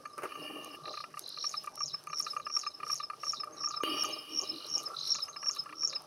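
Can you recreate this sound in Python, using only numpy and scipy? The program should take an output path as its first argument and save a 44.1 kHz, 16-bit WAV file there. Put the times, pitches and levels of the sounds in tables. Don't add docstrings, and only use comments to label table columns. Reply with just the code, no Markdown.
import sys
import numpy as np
from scipy import signal
from scipy.fft import rfft, irfft
from scipy.io import wavfile
from scipy.ndimage import uniform_filter1d

SR = 44100
rng = np.random.default_rng(int(sys.argv[2]) if len(sys.argv) > 2 else 0)


def dump(signal):
    limited = np.clip(np.atleast_2d(signal).T, -1, 1)
    pcm = np.round(limited * 32767).astype(np.int16)
    wavfile.write(sys.argv[1], SR, pcm)


N = 267246
T = np.arange(N) / SR
HZ = np.fft.rfftfreq(N, 1 / SR)
ZOOMED_IN_S = 4.9

# (frequency [Hz], level [dB])
DRONE_SPECTRUM = [(20, -26), (50, -1), (100, -4), (150, 8), (200, -3), (330, 1), (580, -2.5), (750, -5),
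                  (1000, -8.5), (1600, -12.5), (2100, -22.5), (3400, -12), (5500, -9), (7500, -28)]
# (time [s], level [dB])
HUM_LEVELS = [(0, -64), (.15, -56), (.25, -54.5), (.45, -57.5), (.78, -55.5), (.88, -55), (1.2, -75),
              (2.5, -65), (3.45, -69.5), (3.62, -49.5), (3.8, -50), (3.88, -42), (4.22, -60), (4.7, -60.5),
              (4.94, -45.5), (4.98, -59.5), (6.06, -61.5)]
# (frequency [Hz], width [Hz], level [dB])
WIDE_HUM_MODES = [(1187, 73, 3), (1344, 7.1, -3)]
ZOOMED_HUM_MODES = [(1163, 82, 6.5), (1317, 75, 4)]
# (peak time [s], length [s], level [dB])
STEM_SWISHES = [(1.2, 0.11, -57.5), (1.51, 0.22, -56.5), (1.655, 0.11, -65), (2.197, 0.085, -51.5),
                (2.31, 0.22, -59), (2.58, 0.14, -56.5), (2.92, 0.18, -52), (3.28, 0.2, -57.5),
                (4.83, 0.57, -61), (5.08, 0.14, -55.5), (5.24, 0.15, -61), (5.53, 0.27, -68)]
# (time [s], level [dB])
STEM_SNAPS = [(.1806, -31), (.6466, -28.5), (1.194, -19), (1.2079, -40), (1.2782, -34), (1.2921, -28.5),
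              (1.6379, -35), (1.6432, -34), (1.6633, -32), (1.7568, -27.5), (2.0391, -35), (2.0712, -36),
              (2.1947, -26), (2.212, -28.5), (2.8813, -34), (2.9089, -34), (2.9193, -30), (2.9272, -28),
              (2.9444, -27), (2.9651, -38), (2.9834, -35), (3.4443, -34.5), (4.0345, -31), (4.0368, -21),
              (4.0395, -32), (4.091, -29), (4.667, -32), (4.8322, -32), (4.8381, -30), (4.8861, -37),
              (5.0768, -30), (5.2371, -31.5), (5.5511, -32), (5.5635, -31.5), (5.6388, -38), (6.0204, -36)]
# (frequency [Hz], level [dB])
RUSTLE_SPECTRUM = [(3000, -9.5), (5500, 9), (7000, -3), (7800, 10), (9000, -7), (10200, -0.5), (12000, -10),
                   (14500, -12), (15600, -40)]
SNAP_SPECTRUM = [(1500, -33), (4000, 0), (6000, 5), (7500, 8), (10000, 6), (13000, 0), (16000, -16)]
# (peak time [s], length [s], thrum [dB], rubbing [dB])
GRIP_SHIFTS = [(0.429, 0.34, -53.5, -58), (0.556, 0.19, -49, -49), (0.704, 0.3, -56, -56),
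               (0.88, 0.16, -66, -52.5), (3.57, 0.37, -60, -57.5), (3.907, 0.2, -41, -65),
               (4.07, 0.48, -52, -51.5), (4.342, 0.16, -48.5, -83), (4.434, 0.11, -57, -50),
               (4.541, 0.16, -47.5, -71), (4.662, 0.17, -64, -59.5), (4.79, 0.21, -61.5, -59),
               (4.896, 0.23, -86, -54.5), (5.746, 0.22, -60.5, -89)]
# (frequency [Hz], width [Hz], level [dB])
BODY_MODES = [(308, 44, 15.5), (390, 250, -0.5)]
SHELL_MODES = [(425, 172, 3.5), (611, 25, 10), (801, 120, -2.5), (1131, 91, 3)]
# (first falling whistle [s], last [s], phrases [count], first level [dB], last level [dB])
FAR_RUNS = [(0.137, 1.298, 5, -50.5, -45), (1.591, 4.19, 10, -41, -38), (4.475, 5.371, 4, -38.5, -35.5)]
# (time from that whistle [s], length [s], start [Hz], middle [Hz], end [Hz], level [dB])
FAR_NOTES = [(-.077, .036, 6000, 6370, 6620, -7), (-.039, .008, 5300, 4000, 5000, -9),
             (-.028, .008, 5200, 3850, 5000, -8), (0, .024, 5400, 5170, 4960, 0)]
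# (time [s], pip [dB], clack [dB])
FOCUS_MOVES = [(.059, -37.5, -35), (0.19, -38, -61), (0.258, -35.5, -37), (0.324, -40.5, -36),
               (0.358, -40, -40), (0.859, -42, -39), (.883, -37.5, -37), (0.942, -40.5, -41.5),
               (0.977, -36, -37.5), (1.007, -39.5, -41), (1.043, -39, -35.5), (1.144, -42.5, -41),
               (1.175, -37, -36), (1.377, -43, -41.5), (1.445, -36, -34.5), (1.544, -33.5, -36.5),
               (1.646, -44, -44), (1.677, -33.5, -37.5), (1.779, -43, -46), (1.81, -33, -36.5),
               (1.945, -41.5, -41), (2.075, -36.5, -40), (2.103, -41, -41), (2.134, -33.5, -32.5),
               (2.204, -40, -44), (2.270, -33, -35.5), (2.337, -39, -47), (2.369, -28.5, -33),
               (2.402, -38.5, -40.5), (2.470, -32.5, -32), (2.503, -40.5, -40), (2.570, -32.5, -33.5),
               (2.638, -40, -40.5), (2.669, -31, -32.5), (2.805, -40.5, -39), (2.835, -33, -32),
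               (2.87, -37.5, -42.5), (2.902, -31.5, -35), (2.936, -41.5, -49), (3.004, -34, -35.5),
               (3.037, -40.5, -43), (3.104, -33, -33.5), (3.137, -40, -43), (3.237, -34, -34.5),
               (3.270, -40, -47), (3.337, -33.5, -38), (3.404, -43.5, -44), (3.438, -34, -36.5),
               (3.477, -39.5, -53), (3.642, -38.5, -36), (3.677, -39, -44), (3.710, -42.5, -46),
               (3.744, -33.5, -46), (3.776, -37, -45), (3.809, -32.5, -50), (3.878, -46, -37),
               (3.979, -36.5, -41), (4.047, -31.5, -35), (5.154, -46, -35.5), (5.189, -44, -38.5),
               (5.286, -45.5, -38.5), (5.365, -44, -37), (5.432, -44, -36.5), (5.464, -47, -37.5),
               (5.498, -43.5, -35), (5.567, -44, -41), (5.663, -43.5, -39.5), (5.697, -47.5, -38.5),
               (5.73, -46.5, -37), (5.834, -46, -41.5), (5.932, -49.5, -36), (5.964, -51, -37)]
# (frequency [Hz], width [Hz], level [dB])
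BARREL_MODES = [(1190, 70, 7), (1252.5, 47, -0.5), (1347, 27, 11), (2373, 18, 6)]
# (frequency [Hz], level [dB])
DRIVE_MODES = [(590, -12), (1010, -10.5), (1715, -8.5), (1970, -16), (2420, -7), (2760, -9.5), (4400, -7),
               (10200, -17)]
# (time [s], clatter [dB], clatter decay [s], thud [dB])
LENS_KNOCKS = [(0.179, -42.5, 0.025, -40), (0.22, -42, 0.0093, -66), (0.2326, -37.5, 0.025, -55),
               (0.2373, -38, 0.0011, -29), (0.253, -66, 0.0052, -33.5), (3.8347, -23, 0.0022, -23),
               (4.034, -40.5, 0.0059, -37)]
# (frequency [Hz], level [dB])
CLATTER_SPECTRUM = [(30, -48), (150, -16), (330, 5), (550, 6.5), (800, -2), (1250, 1.5), (1900, -9),
                    (2700, -12.5), (3500, -25), (4600, -19), (6500, -16.5), (9000, -16), (15000, -26)]
# (time [s], level [dB])
ZOOM_LEVELS = [
    [(.29, -59), (.33, -61), (.47, -54.5), (.6, -57), (.68, -62), (.72, -67), (.755, -52.5), (.785, -107)],
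    [(3.833, -42), (3.86, -45), (3.93, -44.5), (4.05, -48), (4.22, -58), (4.4, -57.5), (4.75, -64),
     (4.8, -55), (4.85, -93)],
]
# (frequency [Hz], width [Hz], level [dB])
GEAR_MODES = [
    [(1230, 90, -2), (1780, 120, -4.5), (2400, 110, -1.5), (2816, 68, 9), (2960, 220, -1), (4570, 53, 2)],
    [(1220, 38, 2.5), (1810, 180, -20.5), (2430, 150, -6), (2875, 86, 4.5), (3107, 180, 0),
     (3660, 620, -15), (4630, 134, 2), (5600, 190, -15)],
]
# (mean rate [Hz], depth [0-1])
GEAR_FLUTTER = [(62, 0.32), (128, 0.1)]
# (frequency [Hz], level [dB])
SLIDE_SPECTRUM = [(3000, -6.5), (5500, -47), (7300, -12), (9000, 0.5), (10500, 2.5), (12500, -1.5),
                  (14300, -13), (15600, -3)]
# (first full note [s], last [s], notes [count], first level [dB], last level [dB])
TRILL_RUNS = [(0.858, 1.012, 9, -36.5, -37.5), (1.243, 1.45, 11, -38, -34), (4.522, 4.669, 8, -37.5, -36),
              (4.97, 5.16, 10, -31, -30)]
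# (accent time [s], buzz [dB], chips [dB], closing whistle [dB])
NEAR_PHRASES = [(1.4944, -23.5, -28, -26.5), (1.8598, -23.5, -27, -26.5), (2.226, -22, -27, -28.5),
                (2.5932, -22, -27, -28), (2.957, -22.5, -31.5, -29.5), (3.3228, -23, -27.5, -28.5),
                (3.6876, -21.5, -26.5, -27.5), (4.0503, -22, -38, -29), (4.415, -20.5, -30, -25.5),
                (4.7812, -21, -35, -28), (5.1462, -19.5, -25, -24), (5.5123, -20.5, -26.5, -24),
                (5.8761, -18, -24.5, -24)]
# (time from accent [s], length [s], start [Hz], middle [Hz], end [Hz], relative level [dB])
ACCENT_NOTES = [(-.01, .016, 6700, 6950, 7050, -24), (0, .004, 4900, 6500, 7300, -3.5),
                (.0054, .004, 7300, 6300, 5000, -7)]
CHIP_NOTES = [(.0212, .006, 3900, 5250, 5600, -6), (.0275, .006, 6200, 4800, 3700, -13),
              (.0385, .009, 6400, 4000, 6000, -15), (.049, .009, 6400, 3700, 6000, -13),
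              (.0595, .009, 6200, 3900, 6000, -10)]
CLOSING_NOTES = [(.081, 0.038, 5450, 5265, 4950, 0)]
# (frequency [Hz], time to fall 60 dB [s])
REED_DECAY = [(2500, 0.56), (4000, 0.081), (5500, 0.19), (8000, 0.12)]
# (frequency [Hz], left-right likeness [0-1])
PORT_LIKENESS = [(30, 0.97), (120, 0.95), (300, 0.98), (600, 0.82), (1200, 0.95), (5000, 0.97),
                 (9000, 0.79), (14000, 0.36)]
# (frequency [Hz], gain [dB])
TONE_COLOUR = [(20, -5), (45, -10.5), (100, -3), (2950, 5), (3350, -4), (3800, -2), (6700, -3),
               (7700, -18.5), (8800, 1)]


def amp(db):
    return 10 ** (np.asarray(db) / 20)


def evened(x):
    return x / np.sqrt(np.mean(x ** 2) + 1e-20)


def read(points, hz):
    f, value = np.transpose(points)
    return np.interp(np.log(hz + 1), np.log(f + 1), value)


def add(mix, s, sound):
    part = mix[..., max(round(s * SR), 0):][..., :sound.shape[-1]]
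    part += sound[..., :part.shape[-1]]


def wander(size, hz):
    knots = rng.standard_normal(size // 8 + 2)
    return np.interp(np.arange(size) * hz / SR, np.arange(len(knots)), knots)


def peaks(modes):
    return sum(amp(db) / (1 + (2 * (HZ - hz) / width) ** 2) for hz, width, db in modes)


def noise(gain):
    mid, side = rfft(rng.standard_normal((2, N)))
    same = read(PORT_LIKENESS, HZ)
    mid, side = mid * np.sqrt(1 + same), side * np.sqrt(1 - same)
    return evened(irfft(np.array([mid + side, mid - side]) * gain, N))


def driven_noise(modes, steadiness=.81):
    x = noise(peaks(modes))
    power = uniform_filter1d((x ** 2).mean(0), size=700)
    return evened(x / (abs(power) + 1e-9) ** (steadiness / 2))


def swells(rows):
    return sum(amp(db) * np.cos(np.pi * np.clip((T - s) / length, -.5, .5)) ** 2
               for s, length, db in rows)


def far_drone(level_db=-60, patchy_db=6):
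    spectrum = rfft(noise(amp(read(DRONE_SPECTRUM, HZ))))
    centres = np.geomspace(60, 3000, num=10)
    bands = [irfft(spectrum * np.interp(HZ, centres, band), N) * amp(patchy_db * wander(N, 18))
             for band in np.eye(len(centres))]
    return amp(level_db) * evened(sum(bands))


def lens_hum(gain_db=-1, picture_hz=30):
    level = amp(np.interp(T, *np.transpose(HUM_LEVELS)) + gain_db)
    pulsing = evened(1 + .55 * np.cos(2 * np.pi * picture_hz * (T - .01)))
    hum = np.where(T < ZOOMED_IN_S, driven_noise(WIDE_HUM_MODES), driven_noise(ZOOMED_HUM_MODES))
    return level * pulsing * hum


def stems(snap_db=2, rest_db=-62, swish_db=3, grain_db=4, faint_db=-52):
    grain = evened(amp(grain_db * wander(N, 1500)))
    level = amp(rest_db) + amp(swish_db) * swells(STEM_SWISHES)
    rustle = level * grain * noise(amp(read(RUSTLE_SPECTRUM, HZ)))
    faint = [(when * T[-1], faint_db + 8 * strength) for when, strength in rng.random(size=(20, 2))]
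    return (rustle + amp(snap_db) * snaps(STEM_SNAPS + faint)) * amp([[-1], [1]])


def snaps(rows, tail_db=-19, tail_s=.0011):
    out, t = np.zeros((2, N)), np.arange(600) / SR
    for s, db in rows:
        splinters = rng.standard_normal(len(t)) + .5 * rng.standard_normal((2, len(t)))
        snap = amp(tail_db) * np.exp(-t / tail_s) * splinters
        snap[:, 0] = 1
        pan_db = rng.standard_normal() * np.array([[1], [-1]])
        add(out, s, amp(db + pan_db) * snap)
    colour = amp(read(SNAP_SPECTRUM, HZ))
    return irfft(rfft(out) * colour / irfft(colour, N)[0], N)


def handling(slip_db=9, hold_db=-66):
    thrum = swells((s, length, db) for s, length, db, _ in GRIP_SHIFTS)
    rub = amp(hold_db) + swells((s, length, db) for s, length, _, db in GRIP_SHIFTS)
    slips = evened(amp(slip_db * np.tanh(wander(N, 90))))
    return thrum * driven_noise(BODY_MODES) + rub * slips * noise(peaks(SHELL_MODES))


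def paced(first, last, repeats, first_db, last_db):
    return np.linspace((first, first_db), (last, last_db), round(repeats))


def whistle(hz, envelope, octave_db=-42):
    wavering_hz = hz * (1 + .008 * wander(len(hz), 900))
    phase = 2 * np.pi * np.cumsum(wavering_hz) / SR + .9 * rng.standard_normal()
    tremor = amp(.8 * wander(len(hz), 800))
    return envelope * tremor * (np.sin(phase) + amp(octave_db) * np.sin(2 * phase))


def notes(table, s, level_db, vary_db=1, late=1, point=0):
    for offset, length, start, middle, end, db in table:
        u = np.linspace(-1, 1, max(round(length * SR), 16))
        hz = middle + (end - start) / 2 * u + ((start + end) / 2 - middle) * u ** 2
        gain = amp(level_db + db + vary_db * rng.standard_normal())
        turn = np.pi * ((u + 1) / 2) ** late
        swell = np.sin(turn) ** 2 * np.exp(-point * abs(np.cos(turn)))
        detune = 1 + .005 * rng.standard_normal()
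        yield s + offset - length / 2, whistle(hz * detune, gain * swell)


def thicket(song, wet_db, onset_s=.0025):
    echo = np.zeros((2, N))
    for k in range(4):
        taps = rng.standard_normal(SR // 4) * (rng.random(SR // 4) < .1)
        hz, t, spectra = signal.stft(taps, SR, nperseg=256)
        decay = amp(-60 * t / read(REED_DECAY, hz)[:, None])
        tail = signal.istft(spectra * decay, SR, nperseg=256)[1]
        tail *= np.clip(np.arange(len(tail)) / SR / onset_s - .5, 0, 1)
        share = np.maximum(np.cos(2 * np.pi * (T / 2 - k / 4)), 0)
        wet = signal.oaconvolve(song * share, tail / np.linalg.norm(tail))[:N]
        echo += wet * (1 + .039 * (-1) ** k * np.array([[1], [-1]]))
    return song + amp(wet_db) * echo


def far_bird():
    song = np.zeros(N)
    for run in FAR_RUNS:
        for s, db in paced(*run):
            for note in notes(FAR_NOTES, s, db):
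                add(song, *note)
    return thicket(song, wet_db=-2)


def drive_clack(t, decay_s=.0021):
    ring = np.zeros(len(t))
    for hz, db in DRIVE_MODES:
        gain = amp(db + 1.5 * rng.standard_normal())
        detune = 1 + .008 * rng.standard_normal()
        ring += gain * np.sin(2 * np.pi * (hz * detune * t + rng.random()))
    return (t / decay_s) ** 2 * np.exp(-t / decay_s) * ring


def focus_motor(step_hz=1225, zoomed_hz=(1040, 1370), short_s=.0105, long_s=.0167):
    octave_db, drive_db, zoomed_db = -17, -6, 2
    lead_s, rasp_crest_s, rasp_width_hz = .0054, .0028, 260
    t = np.arange(2000) / SR
    barrel = sum(amp(db) * width * np.exp(-np.pi * width * t) * np.sin(2 * np.pi * hz * t)
                 for hz, width, db in BARREL_MODES)
    pips, rasp = np.zeros((2, N))
    for s, pip_db, clack_db in FOCUS_MOVES:
        zoomed, start = s > ZOOMED_IN_S, s - lead_s
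        progress = np.minimum(t / (long_s if zoomed else short_s), 1)
        hz = np.interp(progress, [0, 1], zoomed_hz if zoomed else (step_hz, step_hz))
        phase = 2 * np.pi * np.cumsum(hz) * (1 + .012 * rng.standard_normal()) / SR
        swell = abs(np.sin(np.pi * progress ** .78)) ** (.5 if zoomed else 1)
        steps = swell * (np.sin(phase) + amp(octave_db) * np.sin(2 * phase))
        pip = signal.fftconvolve(steps, barrel)[:len(t)]
        add(pips, start, amp(pip_db + zoomed * zoomed_db) * pip / abs(pip).max())
        drive = amp(clack_db + drive_db)
        add(pips, start, drive * drive_clack(t))
        add(rasp, start, drive * t / rasp_crest_s * np.exp(-t / rasp_crest_s))
    return pips + rasp * driven_noise((hz, rasp_width_hz, db) for hz, db in DRIVE_MODES)


def knocks(thud_hz=410, crest_s=.002, rise_s=.001):
    t = np.arange(SR // 8) / SR
    thud = (t / crest_s * np.exp(1 - t / crest_s)) ** 2 * np.sin(2 * np.pi * thud_hz * t)
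    clatter, thuds = np.zeros((2, N))
    for s, clatter_db, decay_s, thud_db in LENS_KNOCKS:
        add(clatter, s, amp(clatter_db) * np.minimum(t / rise_s, 1) * np.exp(-t / decay_s))
        add(thuds, s, amp(thud_db) * thud)
    return clatter * noise(amp(read(CLATTER_SPECTRUM, HZ))) + thuds


def zoom_motor(whir_db=4, fizz_db=-50, fizz_follow=.71, surge_db=1.5):
    levels = [amp(np.interp(T, *np.transpose(run), left=-200, right=-200)) for run in ZOOM_LEVELS]
    whir = np.zeros((2, N))
    for level, gears, (flutter_hz, depth) in zip(levels, GEAR_MODES, GEAR_FLUTTER):
        turns = np.cumsum(flutter_hz * (1 + .15 * wander(N, 30))) / SR
        throb = evened((1 + depth * np.sin(2 * np.pi * turns)) * amp(surge_db * wander(N, 45)))
        whir += amp(whir_db) * level * throb * driven_noise(gears, steadiness=.66)
    slide = (sum(levels) / np.max(levels)) ** fizz_follow
    return whir + amp(fizz_db) * slide * noise(amp(read(SLIDE_SPECTRUM, HZ)))


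def trilling_bird(rasp_db=-4.5, lead_db=-12, start_flat=.062, settle_s=.29):
    arches, rasp = np.zeros((2, N))
    sweeps = [(-.006, .004, 6400, 4700, 3300, 0), (.006, .004, 3300, 4500, 6200, 0),
              (.0105, .004, 4200, 5300, 6400, -2)]
    for row in TRILL_RUNS:
        run = paced(*row)
        start = 2 * run[0, 0] - run[1, 0]
        for s, db in [(start, run[0, 1] + lead_db), *run]:
            pitch = 1 - start_flat * np.exp((start - s) / settle_s)
            arch = (0, .0095, 3150 * pitch, 4370 * pitch, 3150 * pitch, 0)
            s += .0007 * rng.standard_normal()
            add(arches, *next(notes([arch], s, db, vary_db=2)))
            for when, sweep in notes(sweeps, s, db + rasp_db, vary_db=2):
                add(rasp, when + .0008 * rng.standard_normal(), sweep)
    return thicket(arches, wet_db=-6.5) + thicket(rasp, wet_db=.5) - rasp / 2


def buzz(s, level_db, fade_db=3.5, squareness=3):
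    lead_s, period_s, pulse_s, last_pulse_s = .0308, .01325, .0115, .0132
    rest_hz, flick_hz, flick_step_hz, settle_s = 5488, 1850, 130, .00115
    hook_hz, hook_s = 3000, .0005
    fade = fade_db + .3 * rng.standard_normal()
    for k in range(8):
        last = k == 0
        t = np.arange(round((last_pulse_s if last else pulse_s) * SR)) / SR
        flick = (flick_hz - flick_step_hz * k) * np.exp(-t / settle_s)
        hook = last * hook_hz * np.exp(-t / hook_s)
        hz = rest_hz + flick - hook + 22 * k * wander(len(t), 2000)
        db = level_db + last - fade * k + .8 * rng.standard_normal()
        early_s = .0002 * rng.standard_normal()
        swell = np.tanh(squareness * np.sin(np.pi * t / t[-1]) ** 2)
        yield s - lead_s - k * period_s - early_s, whistle(hz, amp(db) * swell)


def near_bird():
    tones, accents, chips = np.zeros((3, N))
    for s, buzz_db, chips_db, close_db in NEAR_PHRASES:
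        for note in [*buzz(s, buzz_db), *notes(CLOSING_NOTES, s, close_db, late=1.55, point=.22)]:
            add(tones, *note)
        for note in notes(ACCENT_NOTES, s, buzz_db):
            add(accents, *note)
        for when, chip in notes(CHIP_NOTES, s, chips_db, vary_db=2.5):
            add(chips, when + .0008 * rng.standard_normal(), chip)
    return thicket(tones, wet_db=-11.5) + thicket(accents, wet_db=-6) + thicket(chips, wet_db=-2)


def scene():
    camera = focus_motor() + zoom_motor() + handling() + knocks()
    birds = near_bird() + far_bird() + trilling_bird()
    return camera + birds + stems() + far_drone() + lens_hum()


def record(dry, edge_hz=15900):
    coloured = irfft(rfft(dry) * amp(read(TONE_COLOUR, HZ)), N)
    lowpass = signal.firwin(511, edge_hz, window=("kaiser", 9), fs=SR)
    return signal.oaconvolve(coloured, lowpass[None], "same")


dry = scene()
out = record(dry)
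dump(out)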